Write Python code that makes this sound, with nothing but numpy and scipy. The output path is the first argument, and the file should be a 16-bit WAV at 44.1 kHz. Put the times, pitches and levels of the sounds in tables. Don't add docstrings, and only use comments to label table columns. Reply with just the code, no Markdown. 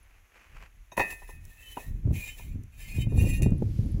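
import sys
import numpy as np
from scipy import signal
from scipy.fft import rfft, irfft
from scipy.io import wavfile
from scipy.ndimage import uniform_filter1d

SR = 44100
rng = np.random.default_rng(int(sys.argv[2]) if len(sys.argv) > 2 else 0)


def waveform_to_disk(signal):
    frames = np.transpose(np.atleast_2d(signal))
    scaled = np.clip(frames, -1, 1) * 32767
    samples = np.round(scaled).astype(np.int16)
    wavfile.write(sys.argv[1], SR, samples)


N = 176400
CONTACT_S, TOP_HZ = .002, 15750
JUDDER_PER_S, JUDDER_DB, WAVERS_PER_S = 64, 2, 220

# start in seconds, relative thud, ring and crunch levels in dB, brick.
KNOCKS = [ (0.919, -36.5, -50.5, -48.5, "landing"), (0.968, -30, -39.5, -39, "landing"),
          (.977, -15.5, -25.5, -32, "landing"), (.996, -12, -19, -37, "landing"),
          (1.005, -22.5, -20.5, -40, "landing"), (1.016, -32, -24.5, -54, "landing"),
          (1.102, -45, -63, -35.5, "landing"), (1.122, -41.5, -62, -65, "landing"),
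          (1.219, -41.5, -60, -56, "landing"), (1.29, -37.5, -65, -52, "landing"),
          (1.769, -24, -55, -48, "landing"), (2.395, -41.5, -60, -66, "pushed"),
          (3.421, -58, -36, -38, "pulled"), (3.431, -54, -32, -60, "pulled"), ]
# pitch in Hz, relative level in dB.
STACK_TONES = [(285, -12), (375, -9), (540, -12), (700, -8), (794, -5), (850, -4), (926, -1), (966, 0),
               (1004, -2)]
# frequency in Hz, relative level in dB.
THUD_COLOUR = [(40, -3.5), (130, -5.5), (380, -1.5), (700, -2), (1000, -7), (1250, -11.5), (1500, -15),
               (2100, -22), (2900, -18), (4200, -50.5), (16000, -92)]
def knocks(thud_s=.0055, tail_s=.055, stack_ring_s=.068):
    hollow, thud_power, crunch_power = np.zeros((3, N))
    for start, thud_db, _, crunch_db, _ in KNOCKS:
        add(hollow, start, amp(thud_db - 6.5) * ring([(hz, db, stack_ring_s) for hz, db in STACK_TONES]))
        shape = burst(start, CONTACT_S, thud_s) + amp(-22) * burst(start, thud_s, tail_s)
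        thud_power += (amp(thud_db) * shape) ** 2
        crunch_power += (amp(crunch_db) * burst(start, CONTACT_S, decay_s=.011)) ** 2
    thud = amp(-4) * colour(np.sqrt(thud_power) * noise(), THUD_COLOUR)
    return hollow + thud + gritty(np.sqrt(crunch_power) * grains())


BRICK_TONES = { "landing": [(1738, -13), (1806, -1), (1902, -4), (2019, -7), (2530, 1), (2632, -5),
               (3640, -20), (3790, -20), (4355, -20), (4883, -24), (5680, -22), (6400, -22)],
               "pushed": [(1760, -14), (2116, -7), (2270, -10), (2424, -4), (2475, -2), (2635, -10),
               (2757, -11), (3037, -9), (3380, -18), (3745, -10), (4230, -14), (4585, -15), (5155, -17),
               (5905, -16), (6164, -16), (6492, -16), (6745, -16), (7477, -7), (8110, -15)],
               "pulled": [(1780, -16), (1857, -12), (1970, -11), (2466, 0), (2627, -9), (2757, -2),
               (3720, -10), (4235, -14), (4657, -18), (5308, -17), (5910, -12), (6170, -12), (6928, -16),
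               (7311, -12), (7612, -5), (10015, -5), (10610, -6), (11230, -8)], }
def clinks(chatter_s=.011, damped_s=.0025, ring_on_db=-9, jostle_hz=45, drift_hz=4):
    out = np.zeros(N)
    for brick in BRICK_TONES:
        tones, blows = brick_tones(brick), np.zeros(N)
        for start, _, ring_db, _, struck in KNOCKS:
            blows[int(start * SR)] += (struck == brick) * amp(ring_db) ** 2
        chatter = np.sqrt(fade(blows, chatter_s) / fade(blows, 10 * chatter_s))
        blows = uniform_filter1d(blows, int(CONTACT_S * SR) + 2).clip(0)
        total_power = sum(amp(db) ** 2 for _, db, _ in tones) / 2
        for hz, db, ring_s in tones:
            pitch = hz + (jostle_hz * chatter + drift_hz) * wander(WAVERS_PER_S)
            energy = fade(blows, damped_s) + amp(ring_on_db) ** 2 * fade(blows, ring_s / np.log(1000))
            out += amp(db) * np.sqrt(energy / total_power) * sine(pitch)
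    return out


def brick_tones(brick):
    hz, db = np.array(BRICK_TONES[brick], float).T
    ring_s = .34 * (2000 / hz) ** .45 * 2 ** (db / 24)
    return np.column_stack([hz, db, ring_s])


# pitch in Hz, relative level in dB.
CORNER_TONES = [(2525, -7), (3774, -1), (5669, -9), (6401, 0)]
def corner(start_s=.917, ring_s=.09):
    out = np.zeros(N)
    add(out, start_s, amp(-48) * ring([(hz, db, ring_s) for hz, db in CORNER_TONES]))
    return out


# brick, then points of time in seconds, grit level in dB, ring level in dB.
STROKES = [ ("landing", [(.97, -36.5, -68), (1.04, -49.5, -60), (1.11, -49.5, -43), (1.2, -62.5, -64),
           (1.26, -62, -59.5), (1.3, -51.5, -52.5), (1.38, -68, -62), (1.46, -62, -76)]),
           ("landing", [(1.44, -63, -78), (1.56, -58, -60), (1.63, -57, -56), (1.71, -48.5, -58),
           (1.75, -55.5, -58.5), (1.84, -50, -57), (1.92, -63.5, -69), (2.03, -78, -93)]),
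           ("pushed", [(2.10, -72, -95), (2.14, -46, -46.5), (2.24, -49, -51.5), (2.29, -48.5, -44),
           (2.35, -57, -70), (2.39, -50, -51), (2.44, -54, -59.5), (2.55, -72, -71.5)]),
           ("pushed", [(2.72, -66, -66), (2.77, -58.5, -59.5), (2.82, -51.5, -51.5), (2.9, -49.5, -46.5),
           (2.97, -46.5, -49), (3.02, -45.5, -44.5), (3.045, -98, -100)]), ("pulled", [(3.08, -78, -58.5),
           (3.14, -58.5, -65), (3.18, -53.5, -41), (3.21, -43, -53), (3.235, -48, -52.5),
           (3.26, -46, -42.5), (3.33, -46, -46.5), (3.38, -50, -47), (3.405, -87, -73)]), ]
def scrapes(groups=6, shifts_per_s=30, shift_db=3.5):
    out, friction = np.zeros(N), grains()
    for brick, stroke in STROKES:
        out += gritty(friction * curve(stroke, column=1))
        drive = friction * curve(stroke, column=2)
        tones = brick_tones(brick) * [1, 1, .6]
        power = amp(tones[:, 1]) ** 2
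        for k in range(groups):
            share = np.sqrt(power[k::groups].sum() / power.sum())
            out += share * resonate(drive * flicker(shifts_per_s, shift_db), ring(tones[k::groups]))
    return out


def grains(per_s=3500, spread_db=3):
    clicks = (rng.random(N) < per_s / SR) * np.sign(noise())
    sizes = amp(spread_db * np.minimum(rng.exponential(size=N), 5))
    return unit(clicks * sizes * flicker(JUDDER_PER_S, JUDDER_DB))


# frequency in Hz, relative level in dB.
GRIT_COLOUR = [(100, -5), (500, -0.5), (950, -5.5), (1450, -15), (1900, 0.5), (2700, 0), (3300, -8.5),
               (3800, -4.5), (4900, -12.5), (6200, -3), (7600, -2.5), (8800, -11.5), (10600, 4.5),
               (13000, -6), (15500, 1.5)]
def gritty(x, count=80, from_hz=3300, ring_s=.11, ring_share=.68):
    hz = np.linspace(from_hz, TOP_HZ, count)
    hz += (hz[1] - hz[0]) * (rng.random(count) - .5)
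    body = ring([(f, 3 * rng.standard_normal(), ring_s) for f in hz])
    low = signal.sosfilt(signal.butter(2, from_hz, fs=SR, output="sos"), x)
    high = signal.sosfilt(signal.butter(2, from_hz, "high", fs=SR, output="sos"), -x)
    direct = low + np.sqrt(1 - ring_share) * high
    return colour(direct + np.sqrt(ring_share / 2) * resonate(x, body), GRIT_COLOUR)


# time of the peak in seconds, half length in seconds, pitch in Hz, level in dB.
SQUEALS = [(1.615, 0.023, 2650, -54.5), (1.689, 0.039, 3043, -50.5), (2.24, 0.037, 2424, -42),
           (2.31, 0.03, 3037, -52), (3.023, 0.017, 3042, -46.5), (3.209, 0.01, 2747, -42),
           (3.343, 0.017, 2462, -43)]
def squeals(waver_hz=16):
    out, waver = np.zeros(N), waver_hz * wander(WAVERS_PER_S)
    for peak, half, hz, db in SQUEALS:
        swell = np.exp(-np.minimum(((seconds() - peak) / half) ** 2 / 2, 20))
        out += amp(db) * swell * np.sqrt(2) * sine(hz + waver)
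    return out * flicker(JUDDER_PER_S, 2 * JUDDER_DB)


# start in seconds, relative level in dB.
SNAPS = [(1.452, -43), (2.635, -49), (3.422, -29), (3.506, -50)]
def snaps(snap_s=.0016):
    cracks = noise() * sum(amp(db) * burst(start, snap_s / 10, snap_s) for start, db in SNAPS)
    return colour(cracks, [(500, -25), (3000, -35), (6000, 3), (9000, 1), (16000, -7.5)])


def yard(x, echo_db=-24.5, echo_s=.088):
    reflections = noise() * burst(.0013, .0021, echo_s / np.log(1000))
    return x + amp(echo_db) * resonate(x, reflections)


# time in seconds, relative strength in dB.
GUSTS = [(0, -57.5), (.23, -56.5), (.29, -72), (.46, -63), (.53, -45), (.63, -47), (.7, -57), (.77, -47),
         (.86, -61), (1.22, -50.5), (1.35, -40), (1.53, -51.5), (1.83, -52), (1.865, -31.5), (2.02, -35.5),
         (2.06, -29), (2.13, -27.5), (2.23, -40.5), (2.4, -42.5), (2.55, -31), (2.61, -34), (2.73, -49.5),
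         (2.91, -39), (2.98, -27), (3.12, -27.5), (3.2, -20.5), (3.37, -28), (3.48, -21), (3.58, -26.5),
         (3.76, -28.5), (3.86, -24), (4, -26)]
# start in seconds, relative thump and tearing levels in dB.
BUFFETS = [(2.05, -13, -48), (2.071, -42, -29.5), (2.106, -26, -26.5), (2.553, -22, -64), (2.981, -18, -28),
           (3.066, -13, -29), (3.12, -39, -24.5), (3.176, -9.5, -21.5), (3.236, -9.5, -45),
           (3.267, -37, -21.5), (3.459, -7.5, -15), (3.518, -9, -33), (3.621, -43, -17.5),
           (3.788, -16, -31.5), (3.943, -25.5, -44)]
# frequency in Hz, relative level in dB.
RUMBLE_COLOUR = [(10, -20), (35, 9), (60, -2), (100, -7.5), (150, -44), (500, -46.5), (16000, -100)]
SWIRL_COLOUR = [(20, -14.5), (62, 4), (110, 5), (200, -6.5), (320, -15), (600, -41.5), (16000, -100)]
TEARING_COLOUR = [(60, -8.5), (220, 11), (550, -3), (1000, -21), (2000, -43), (5000, -47.5), (16000, -52)]
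def wind(strong_gust_db=-24.5):
    gust = curve(GUSTS) / amp(strong_gust_db) * flicker(per_s=18, db=2)
    swirl = amp(-25.5) * gust ** 1.534
    tearing = amp(-43) * gust ** 3.1
    for start, thump_db, tearing_db in BUFFETS:
        puff = 2 * burst(start, rise_s=.0033, decay_s=.0033)
        swirl += amp(thump_db) * puff
        tearing += amp(tearing_db) * puff
    rumble = amp(-30.5) * gust ** .76 * colour(noise(), RUMBLE_COLOUR)
    return rumble + colour(swirl * noise(), SWIRL_COLOUR) + colour(tearing * noise(), TEARING_COLOUR)


# time in seconds, level in dB.
SWISH = [(0, -74), (.1, -66), (.28, -72.5), (.36, -60.5), (.44, -59), (.49, -64.5), (.54, -56),
         (.65, -56.5), (.7, -74), (.88, -119)]
SLEEVE = [(3.45, -76), (3.78, -61.5), (4, -68.5)]
# frequency in Hz, relative level in dB.
SWISH_COLOUR = [(100, -3.5), (700, 1), (2600, 4.5), (3600, -12.5), (6400, -13.5), (8800, -20), (16000, -25)]
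SLEEVE_COLOUR = [(300, -18), (2000, 4.5), (5500, 3.5), (9000, -4.5), (11000, 1), (15500, -12)]
def clothes():
    return colour(grains() * curve(SWISH), SWISH_COLOUR) + colour(noise() * curve(SLEEVE), SLEEVE_COLOUR)


# start in seconds, level in dB.
TINKLES = [(.028, -55), (3.578, -49.5), (3.856, -55), (3.914, -47.5)]
def tinkles(hz=10800, ring_s=.03):
    out = np.zeros(N)
    for start, db in TINKLES:
        add(out, start, amp(db) * ring([(hz, 0, ring_s)]))
    return out


# frequency in Hz, relative level in dB.
HUSH_COLOUR = [(30, 1), (200, 2), (500, -2), (1200, 0.5), (2400, 4.5), (3500, -6.5), (5000, -12),
               (6400, -2.5), (8800, -16), (10500, -5.5), (16000, -13.5)]
def hush(level_db=-68.5):
    return amp(level_db) * colour(noise(), HUSH_COLOUR)


def amp(db):
    return 10 ** (np.asarray(db) / 20)


def unit(x):
    return x / np.sqrt(np.mean(x ** 2))


def seconds():
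    return np.arange(N) / SR


def curve(rows, column=1):
    rows = np.array(rows)
    return amp(np.interp(seconds(), rows[:, 0], rows[:, column], left=-200, right=-200))


def colour(x, points, size=8192):
    hz, db = np.array(points).T
    grid_hz = np.arange(size // 2 + 1) * SR / size
    gain = unit(amp(np.interp(np.log(grid_hz + 1), np.log(hz), db)))
    cepstrum = irfft(np.log(gain))
    cepstrum[1:size // 2] *= 2
    cepstrum[size // 2 + 1:] = 0
    return signal.fftconvolve(x, irfft(np.exp(rfft(cepstrum))))[:N]


def noise():
    return rng.standard_normal(N)


def wander(per_s):
    step = max(int(SR / per_s), 2)
    return unit(uniform_filter1d(noise()[np.arange(N) // step], step))


def flicker(per_s, db):
    return unit(amp(db * wander(per_s)))


def sine(hz):
    return np.sin(2 * np.pi * np.cumsum(hz) / SR)


def burst(start, rise_s, decay_s):
    age = np.maximum(seconds() - start, 0)
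    return (1 - np.exp(-age / rise_s)) * np.exp(-np.minimum(age / decay_s, 60))


def fade(power, decay_s):
    return signal.lfilter([1], [1, -np.exp(-2 / (decay_s * SR))], power + 1e-24)


def ring(tones):
    t = np.arange(SR // 2) / SR
    hz, db, ring_s = np.array(tones).T[:, :, None]
    waves = np.sin(2 * np.pi * (hz * t + rng.random(hz.shape))) * np.exp(-np.log(1000) * t / ring_s)
    attack = 1 - np.exp(-t / CONTACT_S)
    return attack * (amp(db) * waves).sum(0) / np.sqrt(np.sum(amp(db) ** 2) / 2)


def resonate(x, response):
    return signal.oaconvolve(x, response / np.linalg.norm(response))[:N]


def add(out, start, sound):
    i = int(start * SR)
    out[i:i + len(sound)] += sound[:N - i]


def scene():
    bricks = corner() + knocks() + clinks() + scrapes() + squeals() + snaps()
    return (yard(bricks) + tinkles() + clothes() + wind() + hush())[None]


def record(dry):
    return signal.sosfilt(signal.ellip(10, .2, 70, TOP_HZ, fs=SR, output="sos"), dry)


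dry = scene()
out = record(dry)
waveform_to_disk(out)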